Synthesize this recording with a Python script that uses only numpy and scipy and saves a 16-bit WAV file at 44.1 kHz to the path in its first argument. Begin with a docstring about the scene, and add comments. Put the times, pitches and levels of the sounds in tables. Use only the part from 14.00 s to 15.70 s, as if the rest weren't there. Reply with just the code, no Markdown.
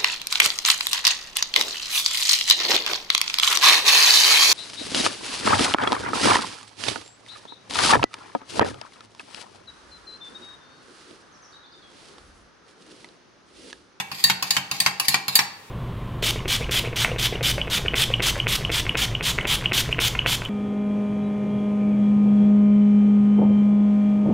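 """Two steel spatulas chop ice cream on a cold plate, close up, in a hard-walled room.
A chop is dying away at the start, over the cooling machine's steady hum. Five strokes follow,
each of three blows: a blade taps down and slides, a blade clinks edge-on and slides,
then a heavy chop hits the plate. Every blow rings the plate and thumps the pan under it."""
import sys
import numpy as np
from scipy import signal
from scipy.fft import rfft, irfft, next_fast_len
from scipy.io import wavfile
from scipy.ndimage import map_coordinates

SR = 44100
rng = np.random.default_rng(int(sys.argv[2]) if len(sys.argv) > 2 else 0)


def log_audio(samples):
    """Write samples as a 16-bit WAV file to the path given in sys.argv[1]."""
    # one column per channel
    frames = np.atleast_2d(samples).T
    # limit to full scale, then quantise
    limited = np.clip(frames, -1, 1)
    pcm = np.round(limited * 32767).astype(np.int16)
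    wavfile.write(sys.argv[1], SR, pcm)


N = 74970
T = np.arange(SR // 2) / SR  # time since a blow
TOP_HZ = 15900
STEEL_ATTACK_S, BLADE_ROUGH_RAD = 0.00072, 0.78
# Left-right likeness of the sound field: freq_hz, correlation
STEREO_LIKENESS = [(40, 0.34), (130, 0.99), (350, 0.88), (700, 0.56), (1400, 0.07), (2800, 0.15),
                   (5500, -0.096), (12000, -0.024)]


def amp(db):
    """Decibels to gain."""
    return 10 ** (np.asarray(db) / 20)


def unit(x):
    """Scale to rms 1."""
    return x / np.sqrt(np.mean(x ** 2) + 1e-20)


def along(points, hz):
    """Interpolate (freq_hz, value) points on a log axis."""
    freq_hz, values = np.transpose(points)
    return np.interp(np.log(hz + 1), np.log(freq_hz + 1), values)


def fade(t60_s):
    """Exponential decay after a blow."""
    return amp(-60 * T / t60_s)


def wobble(rate_hz, size=len(T)):
    """Smooth random curve, rate_hz knots a second."""
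    return map_coordinates(rng.standard_normal(size // 8), [np.arange(size) * rate_hz / SR], mode="wrap")


def filtered(x, response):
    """Apply the gain response(hz)."""
    size = x.shape[-1]
    padded = next_fast_len(size + 8192)
    return irfft(rfft(x, padded) * response(np.fft.rfftfreq(padded, 1 / SR)), padded)[..., :size]


def stereo_rad(hz):
    """Half the left-right phase angle that gives the likeness at hz."""
    return np.arccos(np.clip(along(STEREO_LIKENESS, hz), -1, 1)) / 2


def spread(x):
    """Two unrelated signals to stereo: alike in the bass, apart in the treble."""
    mid, side = filtered(x, lambda hz: np.array([np.cos(stereo_rad(hz)), np.sin(stereo_rad(hz))]))
    return np.array([mid + side, mid - side])


def noise(colour, size):
    """Stereo noise of rms 1 with the given spectral shape."""
    gain = lambda hz: amp(along(colour, hz)) * (hz < TOP_HZ)
    return unit(spread(filtered(rng.standard_normal((2, size)), gain)))


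def dense_steel(colour, ripple_db=5, ripple_hz=130):
    """Dense resonances as noise with random peaks: each point of contact favours different ones."""
    knots = rng.standard_normal(2000)
    ripple = lambda hz: map_coordinates(knots, [hz / ripple_hz], mode="wrap")
    peaks = lambda hz: amp(ripple_db * np.minimum(hz / 3500, 1) * ripple(hz))
    return unit(filtered(noise(colour, len(T)), peaks))


def ring(modes, attack_s, rough_rad=0, scatter_db=1.48):
    """Decaying modes; the higher ones reach left and right out of step."""
    out = np.zeros((2, len(T)))
    for hz, level_db, t60_s in modes:
        apart_rad = stereo_rad(hz) * rng.choice([-1, 1])
        start_rad = rng.uniform(0, 2 * np.pi) * (hz > 500)
        phase = 2 * np.pi * hz * T + start_rad + rough_rad * wobble(200)
        envelope = amp(level_db + scatter_db * rng.normal()) * fade(t60_s)
        out += envelope * np.sin([phase + apart_rad, phase - apart_rad])
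    return out * (1 - np.exp(-T / attack_s))


def blow(colour, body_db, treble_db, attack_s, body_t60_s, treble_t60_s, tick_db, plate_db):
    """One contact: a tick, a dense steel ring whose treble dies first, and the plate's modes."""
    # Cold plate modes: pitch_hz, level_db, t60_s
    plate_modes = [(784.5, -6.5, 0.4), (823, -3, 0.32), (912, -14, 0.47), (1030, 1.5, 0.16),
                   (1084, 3, 0.12), (1640, -3.5, 0.28), (1847, -2.5, .21), (2280, -5.5, 0.48),
                   (2236, -16, 0.11), (2688, -6.5, 0.39)]
    dense = dense_steel(colour)
    body = filtered(dense, lambda hz: 1 / (1 + (hz / 5200) ** 6))
    tick = amp(tick_db) * fade(t60_s=0.015)
    clash = amp(body_db) * body * (fade(body_t60_s) + tick)
    clash += amp(treble_db) * (dense - body) * (fade(treble_t60_s) + tick)
    plate = amp(body_db + plate_db) * ring(plate_modes, STEEL_ATTACK_S, rough_rad=0.67)
    return clash * (1 - np.exp(-T / attack_s)) + plate


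def thump(level_db):
    """The whole pan gives way under a blow and booms."""
    # Pan modes: pitch_hz, level_db, t60_s
    pan_modes = [(99, -14, 0.29), (134.9, -1, 0.23), (185.9, -4, 0.32), (288.4, -12, 0.21)]
    return amp(level_db) * ring(pan_modes, attack_s=0.0025)


def chops():
    """Heavy chops hit the plate."""
    # Chop contact spectrum: freq_hz, level_db
    colour = [(120, -27), (200, -7.5), (506, -18), (906, -0.5), (1350, 0), (1560, -1), (2650, 1.5),
              (3550, -3), (4750, -4), (6020, -8), (7760, -12), (8660, -17.5), (12500, -15.5), (15500, -31)]
    # Heavy blows: start_s, body_db, treble_db, thump_db
    hits = [(-.014, -12.5, -10, -35.5), (0.2985, -13, -12, -31.5), (0.5663, -14.5, -12.5, -31),
            (.862, -12, -10, -32.5), (1.1426, -12.5, -13, -36), (1.39, -12, -12.5, -33.5)]
    out = np.zeros((2, N))
    for start_s, body_db, treble_db, thump_db in hits:
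        hit = blow(colour, body_db, treble_db, attack_s=0.0004,
                   body_t60_s=0.092, treble_t60_s=0.073, tick_db=0, plate_db=-18)
        add(out, start_s, hit + thump(thump_db))
    return out


def machine(air_db=-49, drift_rad=0.42):
    """The cooling unit: rushing air and slightly unsteady hum lines."""
    # Air rush spectrum: freq_hz, level_db
    air_colour = [(15, -64), (25, -20), (198, -1.5), (253, -3), (378, -3.5), (445, -6), (582, -6.5),
                  (631, -10.5), (1080, -7.5), (1200, -7), (1900, -6), (2360, -5.5), (15500, -21)]
    # Hum lines: pitch_hz, rms_db
    hum_lines = [(100, -66), (436, -64.5), (813, -62), (915, -66), (1857, -66)]
    t = np.arange(N) / SR
    hum = sum(amp(rms_db) * np.sqrt(2) * np.sin(2 * np.pi * hz * t + drift_rad * wobble(7.55, N))
              for hz, rms_db in hum_lines)
    return hum + amp(air_db) * noise(air_colour, N)


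def room_tail(rise_s=0.0047):
    """Diffuse tail; each frequency dies at its own speed."""
    # Room decay: freq_hz, t60_s
    decay = [(160, 0.93), (950, 0.88), (2400, 0.45), (4800, 0.51), (11000, 0.19)]
    # Reverberation strength: freq_hz, level_db
    levels = [(140, -18), (420, -2), (880, -9.5), (2400, -10), (4800, -12), (11000, -8.5)]
    hz, t, spectra = signal.stft(rng.standard_normal((2, SR // 2)), SR, nperseg=256)
    t60_s = along(decay, hz)[:, None]
    unit_energy = np.sqrt(2 * np.log(1000) / (t60_s * SR))
    gain = amp(along(levels, hz)[:, None] - 60 * t / t60_s) * unit_energy
    tail = signal.istft(spectra * gain, SR, nperseg=256)[1][:, :len(T)]
    return tail * np.minimum(T / rise_s, 1) ** 2


def room(x, tails=9):
    """Crossfaded noise tails give a smooth reverberation with no pitch sticking out."""
    place = np.linspace(0, tails - 1, N)
    shares = [np.sqrt(np.maximum(1 - np.abs(place - k), 0)) for k in range(tails)]
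    return spread(sum(signal.fftconvolve(x * share, room_tail(), axes=1)[:, :N] for share in shares))


def taps(blade_t60_s=0.14):
    """A blade taps down, rings at one pitch and slides."""
    # Tap contact spectrum: freq_hz, level_db
    colour = [(120, -43), (200, -7.5), (525, -19), (1110, 3), (2020, -12.5), (2650, 5), (3360, -9.5),
              (4750, 2.5), (5590, -9.5), (7090, -7), (8980, -18.5), (9660, -7), (12500, -10), (15500, -14)]
    # Light blows: start_s, body_db, treble_db, thump_db, blade_hz, blade_db, slide_db, slide_s
    hits = [(0.115, -25.5, -35, -37.5, 4900, -38.5, -36, .12),
            (.425, -18, -17, -36.5, 4630, -29, -37, 0.16), (.713, -20, -18.5, -35, 3725, -29, -32.5, 0.069),
            (0.9981, -18, -12, -40.5, 2620, -25.5, -33, 0.098),
            (1.281, -19.5, -17.5, -36.5, 4250, -22.5, -32.5, 0.073)]
    out = np.zeros((2, N))
    for start_s, body_db, treble_db, thump_db, blade_hz, blade_db, slide_db, slide_s in hits:
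        hit = blow(colour, body_db, treble_db, attack_s=0.0005,
                   body_t60_s=0.09, treble_t60_s=0.055, tick_db=-3, plate_db=-17)
        blade = ring([(blade_hz, blade_db, blade_t60_s)], STEEL_ATTACK_S, BLADE_ROUGH_RAD)
        add(out, start_s, hit + blade + thump(thump_db) + amp(slide_db) * slide(slide_s))
    return out


def slide(length_s, rise_s=0.0047, fall_s=0.014, grain_db=1.5, judder_db=3.5):
    """The blade's edge judders over frosted steel."""
    # Scrape spectrum: freq_hz, level_db
    colour = [(290, -39), (500, -21), (827, -6), (1100, -5.5), (1450, -16.5), (2390, 0.5), (3330, -8),
              (4440, -1), (5750, -9.5), (7130, -9.5), (9240, -17.5), (11300, -11.5), (15500, -25.5)]
    pressure = np.minimum(T / rise_s, 1) * np.exp(-np.maximum(T - length_s, 0) / fall_s)
    roughness = amp(grain_db * wobble(1200) + judder_db * wobble(90))
    return pressure * unit(roughness * dense_steel(colour))


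def clinks():
    """A blade lands edge-on, rings in several modes and slides."""
    # Edge contact spectrum: freq_hz, level_db
    colour = [(120, -21), (200, -15), (497, -48.5), (742, -16.5), (1300, -34), (1810, -7), (2090, -11.5),
              (3300, -12.5), (4580, -2.5), (5910, -17.5), (6830, -7), (8980, -14), (10000, -9.5),
              (15500, -16.5)]
    # Blade modes: pitch_hz, level_db, t60_s
    blade_modes = [(1827, -16, .3), (3650, -16.5, 0.14), (3830, -10, 0.11), (3750, -14, 0.11),
                   (4070, -18, 0.091), (4597, 2, .1), (6370, -20, 0.065), (9960, -24, 0.16)]
    # Edge-on blows: start_s, body_db, treble_db, thump_db, blade_db, slide_db, slide_s
    hits = [(0.2397, -10, -8.5, -32.5, -7.5, -29, 0.075), (0.5064, -10, -14.5, -39, -17, -31.5, 0.054),
            (0.8017, -11.5, -14, -34.5, -18, -31, 0.072), (1.083, -8.5, -9.5, -33, -18.5, -30, 0.076),
            (1.354, -11, -5, -52, -10.5, -22.5, 0.021)]
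    out = np.zeros((2, N))
    for start_s, body_db, treble_db, thump_db, blade_db, slide_db, slide_s in hits:
        hit = blow(colour, body_db, treble_db, attack_s=0.0006,
                   body_t60_s=0.0705, treble_t60_s=0.063, tick_db=-2.4, plate_db=-27.5)
        blade = amp(blade_db) * ring(blade_modes, STEEL_ATTACK_S, BLADE_ROUGH_RAD)
        add(out, start_s, hit + blade + thump(thump_db) + amp(slide_db) * slide(slide_s))
    return out


def add(track, start_s, sound):
    """Mix a sound into the track; start_s may be negative."""
    first = round(start_s * SR)
    part = sound[:, max(-first, 0):N - first]
    track[:, max(first, 0):][:, :part.shape[1]] += part


def scene():
    """Spatulas, their reverberation and the machine."""
    spatulas = taps() + clinks() + chops()
    return spatulas + room(spatulas) + machine()


def record(dry, ceiling=0.92):
    """Round off the highest peaks, then low-pass at TOP_HZ."""
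    rounded = dry / (1 + np.abs(dry / ceiling) ** 4) ** (1 / 4)
    return filtered(rounded, lambda hz: 1 / (1 + (hz / TOP_HZ) ** 80))


dry = scene()
out = record(dry)
log_audio(out)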